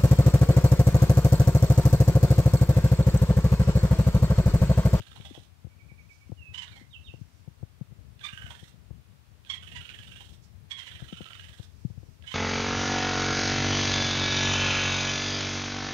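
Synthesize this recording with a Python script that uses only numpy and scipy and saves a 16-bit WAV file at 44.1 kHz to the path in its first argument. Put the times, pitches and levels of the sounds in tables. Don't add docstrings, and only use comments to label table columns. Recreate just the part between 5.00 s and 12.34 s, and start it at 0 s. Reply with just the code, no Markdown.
import sys
import numpy as np
from scipy import signal
from scipy.fft import rfft, irfft, next_fast_len
from scipy.io import wavfile
from scipy.ndimage import map_coordinates

SR = 44100
rng = np.random.default_rng(int(sys.argv[2]) if len(sys.argv) > 2 else 0)


def wav_record(signal):
    frames = np.transpose(np.atleast_2d(signal))
    bounded = np.clip(frames, -1, 1)
    quanta = np.round(bounded * 32767).astype(np.int16)
    wavfile.write(sys.argv[1], SR, quanta)


N = 323694

# (time [s], level [dB])
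GRIP_LEVELS = [(0.0, -68), (0.22, -55.5), (0.69, -65), (0.88, -57.5), (0.98, -59), (2.19, -58), (2.55, -61),
               (2.96, -54.5), (3.27, -59), (3.56, -54.5), (3.66, -57), (4.48, -61.5), (4.7, -56.5),
               (4.93, -56.5), (5.42, -59), (6.75, -57.5), (6.99, -53.5), (7.34, -58.5)]
# (frequency [Hz], gain [dB])
RUMBLE_SPECTRUM = [(15, -50), (25, -43), (45, -3.5), (86, 5), (189, -9.5), (313, -24), (413, -23),
                   (569, -31), (600, -26), (780, -39), (1320, -120)]
# (frequency [Hz], gain [dB])
AIR_SPECTRUM = [(120, -49), (200, -14), (273, -7.5), (371, -16), (874, -14.5), (2020, -18), (2560, -18),
                (5010, -23), (8660, -27.5), (15500, -30)]
GRIP_UNREST_DB = 3.4

# (delay [s], gain [dB])
WALL_ECHOES = [(.0031, -18), (.0074, -20), (0.0127, -7.5)]
# (frequency [Hz], T60 [s])
ROOM_T60 = [(200, 0.29), (3000, 0.28), (10000, 0.16)]
# (frequency [Hz], gain [dB])
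LEFT_SHADOW = [(300, -9.5), (700, -7), (1300, -15), (2400, -15), (3300, -22.5), (4400, -53), (8000, -20),
               (15000, -2)]
TOP_HZ = 15720

# (time [s], half length [s], relative level
# [dB])
BRUSHES = [(1.14, 0.026, -67), (1.15, 0.19, -72), (2.158, 0.29, -69), (5.44, 0.015, -59.5),
           (6.638, 0.0082, -56), (6.81, 0.29, -67)]
BRUSH_UNREST_DB = 3

# (time [s], thud level [dB], pitch scale [Hz], relative tap level [dB])
BUMPS = [(-.002, -25, 118, -20.5), (.2, -32, 117, -20), (0.308, -37, 250, -23), (0.377, -37.5, 131, -8),
         (.646, -27, 112, -25), (0.667, -33.5, 89, -19), (.86, -35.5, 90, -35), (0.917, -36.5, 118, -20),
         (1.294, -34, 192, -28), (1.319, -24.5, 110.4, -17.5), (1.812, -44, 232, -28),
         (2.139, -31.5, 118, -14.5), (2.213, -27, 114, -54), (2.477, -28.5, 126, -22),
         (2.629, -22.5, 106, -21.5), (2.811, -23, 142, -26.5), (2.92, -32.5, 108, -26),
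         (2.986, -32, 85.5, -34), (3.331, -32, 102, -29), (3.442, -30.5, 86, -34),
         (3.628, -32.5, 107, -20.5), (3.74, -37, 118, -25), (3.907, -27, 100, -22.5),
         (6.021, -27, 119, -23), (6.126, -29.5, 185, -15), (6.207, -32, 173, -10.5),
         (6.597, -26.5, 105.4, -23), (6.849, -17, 137, -61), (6.902, -29.5, 118, -26),
         (6.976, -26, 104, -29), (7.031, -36, 89.5, -16.5)]
# (frequency [Hz], level [dB])
TAP_MODES = [(330, 10.5), (470, 6), (660, -2)]
# (frequency [Hz], gain [dB])
FAR_SIDE_SPECTRUM = [(100, -50), (300, -14), (900, -36)]

# (time [s], shape name, relative level [dB])
WHISTLES = [(.691, "peep", -63), (.786, "peep", -54), (.883, "peep", -52), (.975, "peep", -51.5),
            (1.09, "peep", -49.5), (1.2, "peep", -55.5), (1.37, "slide", -47.5), (1.705, "low slide", -50),
            (1.906, "pip", -51), (1.927, "dive", -40.5), (2.041, "pip", -47.5), (2.064, "dive", -43.5)]
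WHISTLE_SHAPES = {"peep": (0.044, 2600, 2255, 2500, 0.5), "slide": (0.16, 2980, 2580, 2630, 0.67),
                  "low slide": (.12, 2490, 2060, 2030, 1.1), "pip": (0.035, 3810, 3690, 3400, 0.61),
                  "dive": (.052, 3580, 2625, 2940, 0.78)}

# (time [s], half length [s], peak pitch [Hz], relative level [dB],
#           rasp re squawk level [dB], mouth opening [dB])
SQUAWKS = [(1.548, 0.0029, 978, -35, -6.5, 2), (1.585, 0.0043, 1016, -32.5, -8.5, -0.5),
           (1.627, 0.0052, 968, -40.5, -1.5, 10), (3.25, 0.0069, 1198, -33, -6.5, 13.5),
           (4.506, 0.0054, 1108, -28.5, -14, 2.5), (4.544, 0.0058, 1078, -38, -2.5, 2),
           (4.764, 0.0064, 980, -39.5, -4, 10), (5.7166, 0.0035, 1102, -31.5, -7, 1),
           (5.792, 0.0092, 1075, -39.5, -1, 4), (5.873, 0.0051, 992, -41.5, -2, 13),
           (7.28, 0.0059, 996, -39.5, -4.5, -6), (7.319, 0.0058, 1034, -36, -3, 6.5)]
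# (multiple of the pitch, level [dB])
SQUAWK_HARMONICS = [(1, -14.5), (2, -8), (3, 8.5), (4, -11.5), (5, -11.5), (6, -20.5), (7, -24.5),
                    (8, -26.5)]
# (frequency [Hz], gain [dB])
RASP_SPECTRUM = [(400, -46), (900, -2.5), (1350, -6), (2000, 10), (2550, 1), (3100, 7.5), (3900, 3.5),
                 (4700, -9), (6200, -4.5), (8500, -12.5), (12000, -25.5), (16000, -30)]
SQUAWK_JITTER = 0.026

# (frequency [Hz], gain [dB])
MOUTH_SPECTRUM = [(300, -5), (700, -3.5), (1000, -9), (1400, -8), (1850, 3), (2400, -3.5), (3000, -11),
                  (5000, -65)]
# (frequency [Hz], gain [dB])
HISS_SPECTRUM = [(1500, -17), (3600, 0.5), (4800, 1), (5600, 4), (6400, 2), (7200, 0), (8200, 0),
                 (10000, -3), (12000, -10.5), (16000, -10)]
FLUTTER_HZ, FLUTTER_DEPTH = 291, 0.45
RELEASE_SHARE = 0.13

# (time [s], effort [dB], mouth opening [dB])
OPENERS = [(3.214, -50, -2.5), (4.469, -54.5, -10), (7.244, -56.5, 2.5)]
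OPENER_THROAT_HZ, OPENER_MOUTH_HZ, OPENER_VOICED, OPENER_CLICK_DB = 3430, 1640, 0.7, -44.5

# (time [s], mouth resonance [Hz], relative level [dB])
CROAKS = [(0.162, 810, -55), (0.255, 800, -51), (.35, 800, -52.5), (1.766, 820, -58.5), (3.509, 950, -49.5),
          (5.21, 830, -55)]
CROAK_THROAT_HZ, CROAK_THROAT_DB, CROAK_HISS_DB, CROAK_VOICED = 3262, 2.5, -5.5, 0.29
# (time [s], relative level [dB])
SHARP_CLICKS = [(.0075, -40.5), (0.2094, -46), (0.2542, -47), (4.85, -47), (4.893, -30), (5.161, -46),
                (5.026, -45), (6.244, -36), (6.333, -33)]

# (first syllable [s], end [s], first gap [s], gap growth [s per syllable])
RATTLES = [(.023, .455, .0477, -.0004), (1.68, 1.82, .042, -.001), (3.289, 3.71, .0445, -.00016),
           (4.632, 5.36, .0454, -.00016), (5.834, 6.66, .0409, .00038)]
# (voiced share [0-1], relative hiss level [dB],
#                                       throat resonance [Hz], half length scale [s])
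VOICES = [(0.2, -59.5, 2940, 0.0036), (.3, -62.5, 3300, 0.0047), (0.93, -57, 2960, 0.0038),
          (0.56, -57.5, 2860, 0.0057), (0.55, -57.5, 3000, 0.0043)]
# (time [s], effort [dB], mouth opening [dB], mouth resonance [Hz])
EFFORT_CURVES = [
    [(0.02, -55, -4, 1600), (.16, -53.5, -3.5, 1350), (.33, -56, -13, 1500), (.43, -62, -19, 1400)],
    [(1.68, -51.5, -3.5, 1400), (1.8, -66, 3.5, 1900)],
    [(3.29, -44.5, -4.5, 1600), (3.38, -45.5, -0.5, 1530), (3.47, -47.5, 2, 1500), (3.55, -52, -3, 1750),
     (3.68, -59.5, -3, 1600)],
    [(4.63, -47, -9, 1600), (4.72, -45.5, -6.5, 1800), (4.83, -44, -12, 1420), (4.94, -45, -6.5, 1700),
     (5.05, -49, -9.5, 1550), (5.17, -46, -10, 1600), (5.25, -55.5, -10.5, 1400), (5.34, -61.5, -9, 1400)],
    [(5.83, -50, -6, 1620), (5.96, -47, -4.5, 1700), (6.04, -55.5, 2, 1650), (6.09, -48, -12, 1340),
     (6.18, -45.5, -8, 1360), (6.27, -48.5, -2, 1340), (6.43, -46, -6, 1480), (6.53, -55, -3.5, 1700),
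     (6.64, -55.5, -7, 1500)],
]
FULL_EFFORT_DB = -45.5
VOICE_FADE_DB = 11
THROAT_HZ_PER_DB = -36.5
HISS_DB_PER_DB = 0.12
SCATTER_DB, THROAT_SCATTER, MOUTH_SCATTER = 0.5, 0.02996, 0.0495
CLICK_LEAD_S, CLICK_DB, CLICK_SCATTER_DB = 0.0195, -1.5, 5


def amp(db):
    return 10 ** (np.asarray(db) / 20)


def unit(x):
    return x / np.sqrt(np.mean(x ** 2) + 1e-20)


def along(points, hz):
    f, v = np.transpose(points)
    return np.interp(np.log(hz + 1), np.log(f + 1), v)


def filtered(x, response):
    n = x.shape[-1]
    m = next_fast_len(n + 2048)
    return irfft(rfft(x, m) * response(np.fft.rfftfreq(m, 1 / SR)), m)[..., :n]


def coloured(x, spectrum):
    return filtered(x, lambda hz: amp(along(spectrum, hz)))


def wobble(rate_hz, size):
    return map_coordinates(rng.standard_normal(size), [np.arange(size) * rate_hz / SR + 2], order=1)


def add(track, s, sound):
    i = round(s * SR)
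    part = sound[max(-i, 0):N - i]
    track[max(i, 0):max(i, 0) + len(part)] += part


def placed(sounds):
    out = np.zeros(N)
    for s, sound in sounds:
        add(out, s - len(sound) / SR / 2, sound)
    return out


def bell(t, width_s):
    return np.exp(-.5 * (t / width_s) ** 2)


def matched(x, shape):
    return unit(x) * np.sqrt(np.mean(shape ** 2))


def resonance(hz, centre_hz, width_hz):
    return (1j * hz * width_hz / (centre_hz ** 2 - hz ** 2 + 1j * hz * width_hz)) ** 2


def background():
    grip_db = np.interp(np.arange(N) / SR, *np.transpose(GRIP_LEVELS))
    rumble = unit(coloured(rng.standard_normal((2, N)), RUMBLE_SPECTRUM))
    rumble = rumble * amp(grip_db + GRIP_UNREST_DB * wobble(22, size=N))
    air = unit(coloured(rng.standard_normal((2, N)), AIR_SPECTRUM))
    return rumble * amp([[9], [-15]]) + air * amp([[-66], [-65.6]])


def room(x, wet_db=-5.0, left_wet_db=-3, left_lag_s=0.000243):
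    def echoes(hz):
        return 1 + sum(amp(db) * np.exp(-2j * np.pi * hz * delay_s) for delay_s, db in WALL_ECHOES)

    near = filtered(x, echoes)
    wet = np.zeros((2, N))
    block = SR // 4
    for i in range(0, N, block):
        hz, t, z = signal.stft(rng.standard_normal((2, SR // 3)), SR, nperseg=256)
        decay = amp(-60 * t / along(ROOM_T60, hz)[:, None])
        onset = 1 - np.exp(-t / 0.006)
        tails = signal.istft(z * decay * onset, SR, nperseg=256)[1]
        for side, tail in zip(wet, tails):
            add(side, i / SR, signal.fftconvolve(x[i:i + block], tail / np.linalg.norm(tail)))

    def shadow(hz):
        return amp(along(LEFT_SHADOW, hz)) * np.exp(-2j * np.pi * hz * left_lag_s)

    left = filtered(near + amp(left_wet_db) * wet[0], shadow)
    return np.array([left, near + amp(wet_db) * wet[1]])


def brushes(centre_hz=5400, width_hz=3200):
    t = np.arange(N) / SR
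    stroke = sum(amp(db) * bell(t - s, half_s) for s, half_s, db in BRUSHES)
    stroke = stroke * amp(BRUSH_UNREST_DB * wobble(60, size=N))
    return stroke * unit(filtered(rng.standard_normal(N), lambda hz: resonance(hz, centre_hz, width_hz)))


def bumps(rise_s=0.0053, sag=1.0, tap_t60_s=0.016):
    out, t = np.zeros(N), np.arange(4096) / SR
    modes = sum(amp(db) * np.sin(2 * np.pi * hz * t) for hz, db in TAP_MODES)
    tap = (1 - np.exp(-t / 0.0027)) * amp(-60 * t / tap_t60_s) * modes
    tap = tap / np.abs(tap).max()
    for s, db, hz, tap_db in BUMPS:
        phase = 2 * np.pi * np.cumsum(hz * (0.73 + sag * np.exp(-t / 0.006))) / SR
        thud = (t / rise_s * np.exp(1 - t / rise_s)) ** 1.4 * np.sin(phase)
        add(out, s, amp(db) * (thud + amp(tap_db + 12.5) * tap))
    return np.array([out, coloured(out, FAR_SIDE_SPECTRUM)])


def whistles():
    out = np.zeros(N)
    for s, shape, db in WHISTLES:
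        length_s, start_hz, low_hz, end_hz, turn = WHISTLE_SHAPES[shape]
        u = np.linspace(0, 1, round(length_s * SR))
        turn = np.clip(turn, .1, .95)
        before = (start_hz - low_hz) * (1 - u / turn) ** 2
        after = (end_hz - low_hz) * ((u - turn) / (1 - turn)) ** 2
        pitch_hz = low_hz + np.where(u < turn, before, after)
        phase = 2 * np.pi * np.cumsum(pitch_hz * (1 + .004 * wobble(250, size=len(u)))) / SR
        swell = np.abs(np.sin(np.pi * u)) ** 0.53 * amp(1.5 * wobble(132, size=len(u)))
        add(out, s, amp(db - 6.5) * unit(swell * np.sin(phase)))
    return out


def squawks(arch=0.03566, shimmer_db=4.5):
    out, t = np.zeros(N), np.arange(-2048, 2048) / SR
    for s, half_s, hz, db, rasp_db, open_db in SQUAWKS:
        swell = bell(t, half_s)
        pitch_hz = hz * (1 + arch * (bell(t, 2 * half_s) - 1) + SQUAWK_JITTER * wobble(931, size=len(t)))
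        phase = 2 * np.pi * np.cumsum(pitch_hz) / SR
        tone = np.zeros(len(t))
        for k, level_db in SQUAWK_HARMONICS:
            tone += amp(level_db + open_db * (k <= 2) + rng.normal(0, 1)) * np.sin(k * phase)
        tone = matched(tone * swell * amp(shimmer_db * wobble(273, size=len(t))), swell)
        air = bell(t - .002, half_s + 0.0057)
        cycle_puffs = 1 + .5 * np.cos(phase)
        rasp = coloured(rng.standard_normal(len(t)) * air * cycle_puffs, RASP_SPECTRUM)
        add(out, s + t[0], amp(db) * (tone + amp(rasp_db - 3.5) * matched(rasp, air)))
    return out


def click(db, width_s=0.0011):
    t = np.arange(-512, 512) / SR
    burst = rng.standard_normal(len(t)) * bell(t, width_s)
    snap = filtered(burst, lambda hz: resonance(hz, centre_hz=2830, width_hz=1250))
    return amp(db - 15) * unit(snap)


def syllable(throat_hz, mouth_hz, throat_db, mouth_db, hiss_db, voiced, width_s=0.004, jitter=0.032,
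             fall=0.05004, throat_width_hz=1400, mouth_width_hz=600, breadth_db=0):
    t = np.arange(-2048, 2048) / SR
    voiced = np.clip(voiced, 0, 1)
    length_s = width_s * np.exp(rng.normal(0, .12))
    swell = bell(t, np.where(t < 0, 0.84 * length_s, 0.93 * length_s))
    swell = swell + RELEASE_SHARE * bell(t - .002, 0.023)
    puffs = 1 + FLUTTER_DEPTH * np.cos(2 * np.pi * (FLUTTER_HZ * t + rng.random()))
    blow = swell * puffs * amp(2.9 * wobble(509, size=len(t)))
    cycles = np.cumsum(1 - fall * np.tanh(t / 0.015) + jitter * wobble(1106.5, size=len(t))) / SR
    noise = rng.standard_normal((4, len(t)))

    def throat_response(hz):
        return resonance(hz, throat_hz + 200, throat_width_hz) / (1 + (hz / 4300) ** 12)

    throat = unit(filtered(noise[0] * blow, throat_response))
    mouth = unit(filtered(noise[1] * blow, lambda hz: resonance(hz, mouth_hz, mouth_width_hz)))
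    mouth = unit(mouth + amp(breadth_db) * unit(coloured(noise[2] * blow, MOUTH_SPECTRUM)))
    hiss = coloured(noise[3] * (bell(t - .002, 0.015) + 0.5 * swell), HISS_SPECTRUM)
    sound = amp(hiss_db - 9.0) * unit(hiss)
    for rasp, hz, db in [(throat, throat_hz, throat_db), (mouth, mouth_hz, mouth_db)]:
        voice = unit(blow * np.sin(2 * np.pi * hz * cycles))
        sound += amp(db - 7.5) * (np.sqrt(voiced) * voice + np.sqrt(1 - voiced) * rasp)
    return sound


def openers():
    sounds = []
    for s, db, open_db in OPENERS:
        soft = syllable(OPENER_THROAT_HZ, OPENER_MOUTH_HZ, db, db + open_db, db - 12.5, OPENER_VOICED)
        sounds.append((s, soft))
        sounds.append((s - CLICK_LEAD_S, click(OPENER_CLICK_DB)))
    return placed(sounds)


def accents():
    sounds = [(s, click(db)) for s, db in SHARP_CLICKS]
    for s, hz, db in CROAKS:
        croak = syllable(CROAK_THROAT_HZ, hz, db + CROAK_THROAT_DB, db, db + CROAK_HISS_DB, CROAK_VOICED)
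        sounds.append((s, croak))
    return placed(sounds)


def rattle():
    sounds = []
    for (s, end_s, gap_s, growth_s), voice, controls in zip(RATTLES, VOICES, EFFORT_CURVES):
        voiced, hiss_db, throat_hz, width_s = voice
        times, *columns = np.transpose(controls)
        while s < end_s:
            db, open_db, mouth_hz = (np.interp(s, times, column) for column in columns)
            push_db = db - FULL_EFFORT_DB
            size, throat, mouth, snap = rng.standard_normal(4)
            db += SCATTER_DB * size
            sound = syllable(
                (throat_hz + THROAT_HZ_PER_DB * push_db) * (1 + THROAT_SCATTER * throat),
                mouth_hz * (1 + MOUTH_SCATTER * mouth),
                db, db + open_db, hiss_db + HISS_DB_PER_DB * push_db,
                voiced * np.exp(min(push_db, 0) / VOICE_FADE_DB), width_s)
            sounds.append((s, sound))
            sounds.append((s - CLICK_LEAD_S, click(db + CLICK_DB + CLICK_SCATTER_DB * snap)))
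            s += gap_s + growth_s / 2
            gap_s += growth_s
    return placed(sounds)


def scene():
    voice = amp(2.5) * squawks() + amp(1.5) * (rattle() + openers() + accents())
    return room(voice + whistles() + amp(-4) * brushes()) + bumps() + background()


def record(dry):
    return filtered(dry, lambda hz: (hz < TOP_HZ) * hz ** 3 / np.sqrt(hz ** 6 + 48 ** 6))


dry = scene()
out = record(dry)
wav_record(out)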